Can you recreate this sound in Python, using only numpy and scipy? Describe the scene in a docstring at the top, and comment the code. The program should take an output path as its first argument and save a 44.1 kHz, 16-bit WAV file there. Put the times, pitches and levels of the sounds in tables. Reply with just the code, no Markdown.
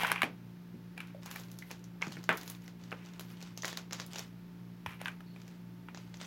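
"""Bead bracelets on a shell-topped table

Close to the microphone, beads roll and clack on the table: grains, ringing clicks and one hop per bead.
Beside them things are picked through with rustles, ticks, squeaks and scrapes, all made of filtered
grains, damped rings and short tones; something hard lands with a knock built of a thud and table modes.
A motor hums over the air of the small room, whose decaying noise tail answers most of the contacts."""
import sys
import numpy as np
from scipy import signal
from scipy.fft import rfft, irfft, next_fast_len
from scipy.io import wavfile
from scipy.ndimage import map_coordinates

SR = 44100
rng = np.random.default_rng(int(sys.argv[2]) if len(sys.argv) > 2 else 0)


def generate_wav(sig):
    """Save sig (samples, or channels by samples) to the path in sys.argv[1] as 16-bit PCM at SR."""
    pcm = np.round(np.clip(np.atleast_2d(sig).T, -1, 1) * 32767).astype(np.int16)
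    wavfile.write(sys.argv[1], SR, pcm)


N = 276176  # length in samples
TOP_HZ = 16050  # upper band limit at the microphone


def amp(db):
    """Decibels to gain."""
    return 10 ** (np.asarray(db) / 20)


def unit(x):
    """Scaled to rms 1."""
    return x / np.sqrt(np.mean(x ** 2) + 1e-20)


def at_peak(x, db):
    """x scaled to a peak level."""
    return amp(db) * x / np.abs(x).max()


def add(track, s, x):
    """Mix x into the track from time s."""
    start = max(round(s * SR), 0)
    track[start:start + len(x)] += x[:max(N - start, 0)]


def along(points, hz):
    """(Hz, value) points read on a log axis."""
    f, v = np.transpose(points)
    return np.interp(np.log(np.maximum(hz, f[0])), np.log(f), v)


def wobble(rate):
    """A smooth random curve, rate knots a second."""
    knots = rng.standard_normal(int(N * rate / SR) + 4)
    return map_coordinates(knots, [np.arange(N) * rate / SR])


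def coloured(x, gain_db):
    """x shaped by a function of frequency that gives dB."""
    m = next_fast_len(N + SR // 4)
    gain = amp(gain_db(np.fft.rfftfreq(m, 1 / SR)))
    return irfft(rfft(x, m) * gain, m)[:N]


def pulse(gain_db, size=2048):
    """The causal (minimum-phase) click whose spectrum is the given function of frequency."""
    cepstrum = irfft(np.log(amp(gain_db(np.fft.rfftfreq(size, 1 / SR)))))
    cepstrum[1:size // 2] *= 2
    cepstrum[size // 2 + 1:] = 0
    return irfft(np.exp(rfft(cepstrum)))


def resonance(hz, centre, q):
    """A bell of height 1 around the centre frequency."""
    return 1 / np.sqrt(1 + (2 * q * (hz - centre) / centre) ** 2)


def scatter(t60, db):
    """An impulse followed by dense, dying micro-contacts of the given total level."""
    t = np.arange(SR // 10) / SR
    tail = rng.standard_normal(len(t)) * amp(-60 * t / t60)
    return (t == 0) + amp(db) * tail / np.linalg.norm(tail)


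def grains(rate, spread_db):
    """Random tiny contacts of uneven size, rms 1."""
    sizes = amp(spread_db * np.minimum(rng.exponential(size=N), 3))
    signed = sizes * rng.choice([-1, 1], N)
    return unit(signed * (rng.random(N) < rate / SR))


def pings(rate, centre_hz, octaves, cycles, spread_db):
    """A cloud of tiny damped rings, each at its own pitch and size; rms 1."""
    draws = rng.random((int(rate * N / SR), 4))
    when, low, high, size = draws.T[:, :, None]
    hz = np.minimum(centre_hz * 2 ** (octaves * (high - low)), TOP_HZ)
    n = np.arange(SR // 150)
    turns = hz * n / SR
    rings = amp(spread_db * size ** 2) * np.sin(2 * np.pi * turns) * np.exp(-turns / cycles)
    places = (when * N).astype(int) + n
    return unit(np.bincount(places.ravel(), rings.ravel(), N)[:N])


# decay of the small room: pitch_hz, t60_s
ROOM_DECAY = [(150, 0.26), (1500, 0.2), (5000, 0.2), (15000, 0.092)]


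def room_tail():
    """A fresh answer of the room, of energy 1, which builds up over a few milliseconds."""
    hz, t, z = signal.stft(rng.standard_normal(SR // 2), SR, nperseg=256)
    decay = amp(-60 * t / along(ROOM_DECAY, hz)[:, None])
    tail = signal.istft(z * decay, SR, nperseg=256)[1]
    tail *= 1 - np.exp(-np.arange(len(tail)) / SR / 0.0014)
    return tail / np.linalg.norm(tail)


def in_room(x, wet_db):
    """x followed by the room's answer."""
    answer = amp(wet_db) * room_tail()
    answer[0] = 1
    return signal.fftconvolve(x, answer)


def contact(colour, ring, chatter, db, wet_db):
    """A ringing, chattering click; the room gathers it from all sides and so keeps only its broad colour."""
    click = pulse(lambda hz: colour(hz) + ring(hz))
    direct = at_peak(signal.fftconvolve(click, chatter), db)
    sound = signal.fftconvolve(pulse(colour), room_tail())
    sound *= amp(wet_db) * np.linalg.norm(direct) / np.linalg.norm(sound)
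    sound[:len(direct)] += direct
    return sound


ATTACK_S = 0.013  # every stroke gets under way in this time
RUB_FADE_DB_PER_S = 197  # a rub or scrape holds its level, then the fingers let go


def stroke(s, length, sag_db_per_s, fade_db_per_s):
    """The gain of one movement of the hand: a quick rise, a sagging hold, a fade."""
    t = np.maximum(np.arange(N) / SR - s, 0)
    sag_db = sag_db_per_s * np.minimum(t, length)
    fade_db = fade_db_per_s * np.maximum(t - length, 0)
    return np.minimum(t / ATTACK_S, 1) * amp(-sag_db - fade_db)


MOTOR_HZ, MAINS_HZ = 58.58, 60  # turning rate, supply frequency
# orders of the motor in the room: multiple of the turning rate, level_db (rms, before a slight wobble)
MOTOR_ORDERS = [(1, -74), (2, -60), (3, -50.5), (4, -67), (5, -67), (6, -69), (7, -74)]
# colour of the room air at the microphone: pitch_hz, relative level_db
AIR_COLOUR = [(25, -35), (55, -11), (85, -9), (120, 0), (190, -1), (280, -5.5), (450, -13), (750, -18),
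              (1600, -19), (3000, -24.5), (5500, -29.5), (8500, -39.5), (12000, -33), (16000, -33)]


def hum():
    """A motor's orders and faint whine over room air; its magnetic buzz beats slowly against the second order."""
    t = np.arange(N) / SR
    turns = MOTOR_HZ * t + 0.0049 * wobble(5.2)
    tone = np.zeros(N)
    for k, db in MOTOR_ORDERS:
        level = amp(db + 0.78 * wobble(5.4)) * np.sqrt(2)
        tone += level * np.sin(2 * np.pi * (k * turns + rng.random()))
    buzz = amp(-61) * np.sin(2 * np.pi * (2 * MAINS_HZ * t + rng.random()))
    whine = amp(-73 + 1.5 * wobble(6)) * np.sin(2 * np.pi * 892 * t + wobble(12))
    air = amp(-58.5) * unit(coloured(rng.standard_normal(N), lambda hz: along(AIR_COLOUR, hz)))
    return tone + buzz + whine + air


# rings of beads on the table top: pitch_hz, nominal lift_db
TABLE_RINGS = [(850, 7.5), (1600, 3), (2380, 11), (3150, 5.5), (10000, -5.5)]


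def table_lift(hz, strengths):
    """The resonances of beads on the table top in dB, each driven at its own strength."""
    return sum(share * db * resonance(hz, centre_hz, q=4.9)
               for share, (centre_hz, db) in zip(strengths, TABLE_RINGS))


# beads dragged over the table: start_s, length_s, level_db (rms of the rattle before it sags)
BEAD_DRAGS = [(-0.02, 0.12, -35), (0.11, 0.12, -46), (0.961, 0.14, -58), (1.253, 0.1, -55),
              (2.974, 0.21, -63.5), (3.292, 0.071, -67), (4.87, 0.059, -53), (4.99, 0.024, -52)]
DRAG_SAG_DB_PER_S, DRAG_FADE_DB_PER_S = 39, 273  # the beads lose speed, then come to rest
# colour of bead on shell, for drags and clacks: pitch_hz, relative level_db
BEAD_COLOUR = [(40, -75), (120, -22), (200, -9), (500, -9), (850, -4), (1150, -0.5), (1700, -3), (2700, -9),
               (4200, -13.5), (8000, -20.5), (10500, -12.5), (16000, -25.5)]


def slide():
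    """Rolling beads trip over the seams of the shell in a run of tiny clacks."""
    level = np.max([amp(db) * stroke(s, length, DRAG_SAG_DB_PER_S, DRAG_FADE_DB_PER_S)
                    for s, length, db in BEAD_DRAGS], axis=0)

    def colour(hz):
        lift = table_lift(hz, np.ones(len(TABLE_RINGS)))
        return along(BEAD_COLOUR, hz) + lift + 3 * resonance(hz, 2800, q=5.1)

    rattle = unit(coloured(grains(rate=550, spread_db=1.0), colour))
    beads = pings(rate=150, centre_hz=2000, octaves=1.0, cycles=2.9, spread_db=20)
    return in_room(level * (rattle + amp(-10.5) * beads), wet_db=-5.5)[:N]


# strokes of rubbing as things are picked through:
# start_s, length_s, level_db (rms of the swish), crisp_db (crisp top relative to the swish)
RUB_STROKES = [(-0.015, 0.07, -58.5, 5), (1.213, 0.049, -65.5, -14), (1.298, 0.02, -59, 3),
               (1.32, 0.088, -60, -3), (1.463, 0.24, -70, 0), (1.691, 0.028, -59.5, -16),
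               (2.02, 0.16, -59.5, -13), (2.336, 0.19, -60.5, -0.5), (2.544, 0.11, -69, -5),
               (2.789, 0.36, -67, -21), (3.193, 0.14, -66, -4), (3.35, 0.13, -62, -17),
               (3.635, 0.044, -53, -9), (3.674, 0.045, -56.5, -12), (3.77, 0.02, -62, -13),
               (3.924, 0.034, -56, -12), (3.983, 0.014, -53.5, -15), (4.098, 0.1, -58, -13),
               (4.163, 0.025, -52.5, -11), (4.88, 0.032, -70, 3), (5.02, 0.06, -66.5, -2),
               (5.33, 0.21, -68, -18), (5.95, 0.24, -69, -11), (6.192, 0.043, -54.5, -16)]


def rubbing_levels():
    """The levels of the swish and of its crisp top in dB; the strongest stroke leads at each moment."""
    levels = np.full((2, N), 1e-6)
    for s, length, db, crisp_db in RUB_STROKES:
        peaks = amp([[db], [db + crisp_db]])
        levels = np.maximum(levels, peaks * stroke(s, length, 0, RUB_FADE_DB_PER_S))
    return 20 * np.log10(levels)


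GENTLE_DB, FIRM_RANGE_DB = -72.5, 19.5  # rubbing starts to tinkle here, and does so fully this much higher
# colours of the low swish and of its crisp top: pitch_hz, relative level_db
SWISH_COLOUR = [(150, -27), (500, 9), (1500, 9.5), (3000, 7.5), (6500, -0.5), (8500, -5.5), (16000, -39)]
CRISP_COLOUR = [(4000, -48), (8500, -8), (10000, -20), (13000, 0), (16000, 6)]


def rustle(swish_db, crisp_db):
    """A fine swish of rubbing with crisp grains on top; firmer handling shakes tiny pitched ticks out of it."""
    firmness = np.clip((swish_db - GENTLE_DB) / FIRM_RANGE_DB, 0, 1)
    swish = unit(coloured(grains(rate=5000, spread_db=12), lambda hz: along(SWISH_COLOUR, hz)))
    tinkle = pings(rate=180, centre_hz=4620, octaves=0.98, cycles=4.0, spread_db=6)
    crisp = unit(coloured(grains(rate=1500, spread_db=9), lambda hz: along(CRISP_COLOUR, hz)))
    sparkle = pings(rate=290, centre_hz=11900, octaves=0.26, cycles=4.4, spread_db=-4)
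    rubbing = amp(swish_db) * (swish + amp(-1) * firmness * tinkle)
    rubbing += amp(crisp_db) * (crisp + amp(-2.5) * sparkle)
    grip = amp(2.2 * wobble(45))  # the level wavers with the grip
    return in_room(rubbing * grip, wet_db=-7.5)[:N]


STRAY_PER_S = 22  # chances a second, taken only while things rub
STRAY_DB, STRAY_SPREAD_DB = 21, 5  # peak over the rubbing, scatter either way
STRAY_HZ = 4200  # middle ring, scattered an octave either way
STRAY_BODY_DB, STRAY_TREBLE_DB = -4, -11.5


def stray_ticks(rub_db):
    """Rows of chance ticks, as strong as the rubbing that shakes them loose."""
    rows = []
    for when, size, pitch in rng.random((int(STRAY_PER_S * N / SR), 3)):
        db = rub_db[int(when * N)]
        if db > GENTLE_DB - 2:
            peak_db = db + STRAY_DB + STRAY_SPREAD_DB * (2 * size - 1)
            ring_hz = STRAY_HZ * 2 ** (2 * pitch - 1)
            rows.append((when * N / SR, peak_db, ring_hz, STRAY_BODY_DB, STRAY_TREBLE_DB))
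    return rows


def rebound(x, db):
    """x and its weaker repeat: the bead makes a tiny second bounce a moment later."""
    lag = round(rng.uniform(.001, .0028) * SR)
    return np.pad(x, (0, lag)) + amp(db) * np.pad(x, (lag, 0))


# beads meeting the table close by: start_s, peak_db, ring_hz, body_db, treble_db (tilts of the colour)
BEAD_CLACKS = [(0.009, -28, 1640, 3, 4), (0.034, -18.5, 1710, -5, -7), (0.048, -15.5, 1660, 4, -12),
               (0.07, -29.5, 2400, -1, 17), (0.102, -24.5, 2240, 1, -8), (0.117, -12.5, 1660, 2, 6.5),
               (0.16, -22, 2520, -9, -9), (0.179, -27.5, 2390, -2, -20), (0.219, -11.5, 1750, -9, 1),
               (0.232, -12, 2550, 15.5, 6.5), (0.978, -32.5, 2230, 5, 7), (1.004, -30, 2660, -22, 4.5),
               (1.36, -28, 2350, 8, 14.5), (1.707, -34.5, 690, 10, -5), (2.013, -38, 2420, 1, -5),
               (2.024, -19, 2130, -1, -19), (2.169, -34.5, 1800, 4, 2), (2.918, -27.5, 1450, 2, -4),
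               (2.926, -29, 1540, -11, -11), (4.862, -23, 2900, 1, 4), (5.015, -29, 1730, 9.5, 3),
               (5.058, -21.5, 1670, -14, -4), (5.072, -32, 1600, -2, 0), (5.082, -26.5, 1550, 0, 0),
               (5.206, -42, 600, 9, 1), (5.362, -41.5, 2160, 5, 3), (5.886, -33.5, 1840, 7.5, -3)]
BOUNCE_S, BOUNCE_DB = 0.009, -14  # typical flight time, level of the second landing against the first


def clacks():
    """Each bead chatters on the table for an instant, rings the spot where it lands and hops once."""
    out = np.zeros(N)
    for s, db, ring_hz, body_db, treble_db in BEAD_CLACKS:
        strengths = rng.uniform(.5, 1.5, len(TABLE_RINGS))

        def colour(hz):
            body = body_db * along([(600, 0.95), (1100, 0.047)], hz)
            treble = treble_db * along([(2800, 0.089), (6000, 1.0)], hz)
            return along(BEAD_COLOUR, hz) + table_lift(hz, strengths) + body + treble

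        ring = lambda hz: 9 * resonance(hz, ring_hz, q=9.6)
        flight = BOUNCE_S * rng.uniform(.7, 1.3)
        for when, peak_db in [(s, db), (s + flight, db + BOUNCE_DB)]:
            chatter = rebound(scatter(t60=0.0063, db=9.5), db=-4.5)
            add(out, when, contact(colour, ring, chatter, peak_db, wet_db=-8.0))
    return out


# soft bumps that move the table top: start_s, peak_db (before the room answers), pitch_hz
TABLE_BUMPS = [(0.235, -27.5, 278), (0.742, -41, 225), (2.072, -34, 190.8), (2.169, -38, 239.5),
               (2.925, -37.5, 434), (4.865, -44, 113.9)]
# colour of a bump: multiple of its pitch, relative level_db
BUMP_COLOUR = [(.2, -33), (.6, -0.5), (1, 5), (1.8, -6.5), (6, -43), (20, -91)]


def bumps():
    """Soft pushes that the table damps within a cycle or two."""
    out = np.zeros(N)
    for s, db, centre_hz in TABLE_BUMPS:
        push = pulse(lambda hz: along(BUMP_COLOUR, hz / centre_hz))
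        add(out, s, in_room(at_peak(push, db), wet_db=-2.0))
    return out


# the clear snaps of handling: start_s, peak_db, ring_hz, body_db, treble_db (tilts of the colour)
HANDLING_TICKS = [(1.0725, -42.5, 2290, -12, -6), (1.260, -30, 6490, -5, -2),
                  (1.313, -25.5, 3630, -6, -4.5), (1.398, -34, 6970, 3, -5), (1.516, -36, 5860, -18, 0),
                  (1.588, -31.5, 5940, -19, -2), (1.7125, -30, 2450, -3, -8),
                  (1.8414, -43, 5900, -14, -7.5), (2.0194, -26.5, 2200, -1.5, -17),
                  (2.069, -30.5, 2220, 3.5, -14), (2.240, -35.5, 2000, -8, -9.5),
                  (2.328, -31, 1820, -16, -5), (2.373, -23, 2090, -8, 0.5), (2.433, -29.5, 1910, -0.5, -7),
                  (2.478, -26, 4870, -7.5, -2.5), (2.5004, -24.5, 6660, -11.5, 8),
                  (2.679, -39, 2090, -3, -16), (2.837, -45, 5960, -9, -32), (3.1958, -24.5, 3980, -6, -5),
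                  (3.2085, -32, 2900, 3, 3), (3.426, -36.5, 5570, -5, -13), (3.5755, -27, 6450, -7.5, -8.5),
                  (3.622, -29.5, 6060, -22, -18), (3.6343, -27, 1910, 2, -12), (3.646, -22.5, 2000, 3, -20),
                  (3.654, -23.5, 6830, -16, -10), (3.680, -25.5, 3200, -8, -11),
                  (3.7287, -28.5, 1795, -1.5, -14), (3.773, -22.5, 3620, -1, -8.5),
                  (3.910, -31, 2060, 3.5, -17), (3.925, -27.5, 5380, -2, -18),
                  (3.931, -23, 6950, -3.5, -12.5), (3.9996, -24.5, 4150, -3, -19),
                  (4.0645, -33.5, 6980, -22, 5), (4.1585, -30, 2740, -3, -16),
                  (4.1845, -25.5, 6960, -5, -10), (4.193, -24, 5630, -3.5, -8),
                  (5.947, -32.5, 4557, -1, -21), (5.974, -34.5, 2750, -2, -34),
                  (6.142, -35.5, 1980, -7, -26), (6.214, -27.5, 3150, 2, -19)]
# colour of a tick: pitch_hz, relative level_db
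TICK_COLOUR = [(40, -42), (350, 1), (1500, -1), (3500, -6), (6700, -5.5), (8500, -13), (10500, -5.5),
               (16000, -8)]


def ticks(rows):
    """Small snaps, each with its own ring, body and brightness."""
    out = np.zeros(N)
    for s, db, ring_hz, body_db, treble_db in rows:
        def colour(hz):
            body = body_db * along([(2000, 1.0), (3500, 0.099)], hz)
            treble = treble_db * along([(7000, 0.023), (9500, 1.0)], hz)
            return along(TICK_COLOUR, hz) + body + treble + 2 * resonance(hz, ring_hz, q=8.3)

        ring = lambda hz: 7 * resonance(hz, ring_hz, q=12)
        add(out, s, contact(colour, ring, scatter(t60=0.01, db=4.0), db, wet_db=-4.0))
    return out


# brief squeaks of something sticking as it slips: start_s, peak_db (before the room answers), pitch_hz
SLIP_SQUEAKS = [(1.147, -41, 576), (1.622, -41, 2000)]


def squeaks():
    """A narrow, scratchy tone that swells and is gone in about ten milliseconds."""
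    out, t = np.zeros(N), np.arange(SR // 10) / SR
    for s, db, hz in SLIP_SQUEAKS:
        # sticking is uneven, so the phase wanders
        drift = np.cumsum(rng.standard_normal(len(t))) * np.sqrt(hz / SR)
        swell = t * np.exp(-t / .0025)
        tone = np.sin(2 * np.pi * hz * t + .5 * drift) * swell
        add(out, s, in_room(at_peak(tone, db), wet_db=-10))
    return out


# the hard thing lands and settles: start_s, peak_db (of the thud before the room answers)
KNOCK_BLOWS = [(2.2919, -9), (2.2983, -22), (2.303, -20)]
# colour of the thud: pitch_hz, relative level_db
KNOCK_COLOUR = [(40, -56), (100, -11), (180, 1.5), (350, 1.5), (550, 0.5), (900, -0.5), (1500, 6.5),
                (2100, 1.5), (3300, -11), (5500, -28), (9000, -32), (16000, -32)]
# ring of the struck top: pitch_hz, relative level_db (nominal), t60_s
KNOCK_RINGS = [(187, -6, 0.15), (815, -6, 0.13), (1490, -3, 0.085), (1890, 2, 0.077), (3630, -22, 0.21)]


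def knock():
    """A dull hard blow, a quick settling, and the short ring of the struck top."""
    out, t = np.zeros(N), np.arange(SR // 2) / SR
    blow = pulse(lambda hz: along(KNOCK_COLOUR, hz))
    for s, db in KNOCK_BLOWS:
        ring = np.zeros(len(t))
        for hz, level, t60 in KNOCK_RINGS:
            decay = amp(level + rng.normal(0, 2) - 60 * t / t60)
            ring += decay * np.sin(2 * np.pi * hz * t + rng.uniform(0, 2 * np.pi))
        thud = signal.fftconvolve(blow, scatter(t60=0.039, db=-11.0))
        add(out, s, in_room(at_peak(thud, db), wet_db=-1.0))
        add(out, s, at_peak(ring, db - 15.5))
    return out


# light scrapes that make a small hard piece sing: start_s, length_s, level_db (rms), ring_hz
SINGING_SCRAPES = [(3.561, 0.02, -59, 6050), (3.695, 0.015, -53, 3600), (5.26, 0.07, -72, 4370)]
SCRAPE_Q = 8  # sharpness of each of the two equal bells that shape the ring


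def scrapes():
    """Grains of friction drive one narrow resonance."""
    out = np.zeros(N)
    for s, length, db, ring_hz in SINGING_SCRAPES:
        colour = lambda hz: 20 * np.log10(resonance(hz, ring_hz, SCRAPE_Q) ** 2)
        sing = unit(coloured(grains(rate=2700, spread_db=9), colour))
        out += amp(db) * sing * stroke(s, length, 0, RUB_FADE_DB_PER_S)
    return out


def scene():
    """Everything at one microphone."""
    swish_db, crisp_db = rubbing_levels()
    table = clacks() + knock() + bumps() + slide()
    handling = ticks(HANDLING_TICKS) + squeaks() + scrapes() + rustle(swish_db, crisp_db)
    strays = ticks(stray_ticks(swish_db))
    return (hum() + table + handling + strays)[None]


def record(dry):
    """The recorder cuts everything above its band limit by 80 dB."""
    return np.array([coloured(x, lambda hz: np.where(hz < TOP_HZ, 0, -80)) for x in dry])


dry = scene()
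out = record(dry)
generate_wav(out)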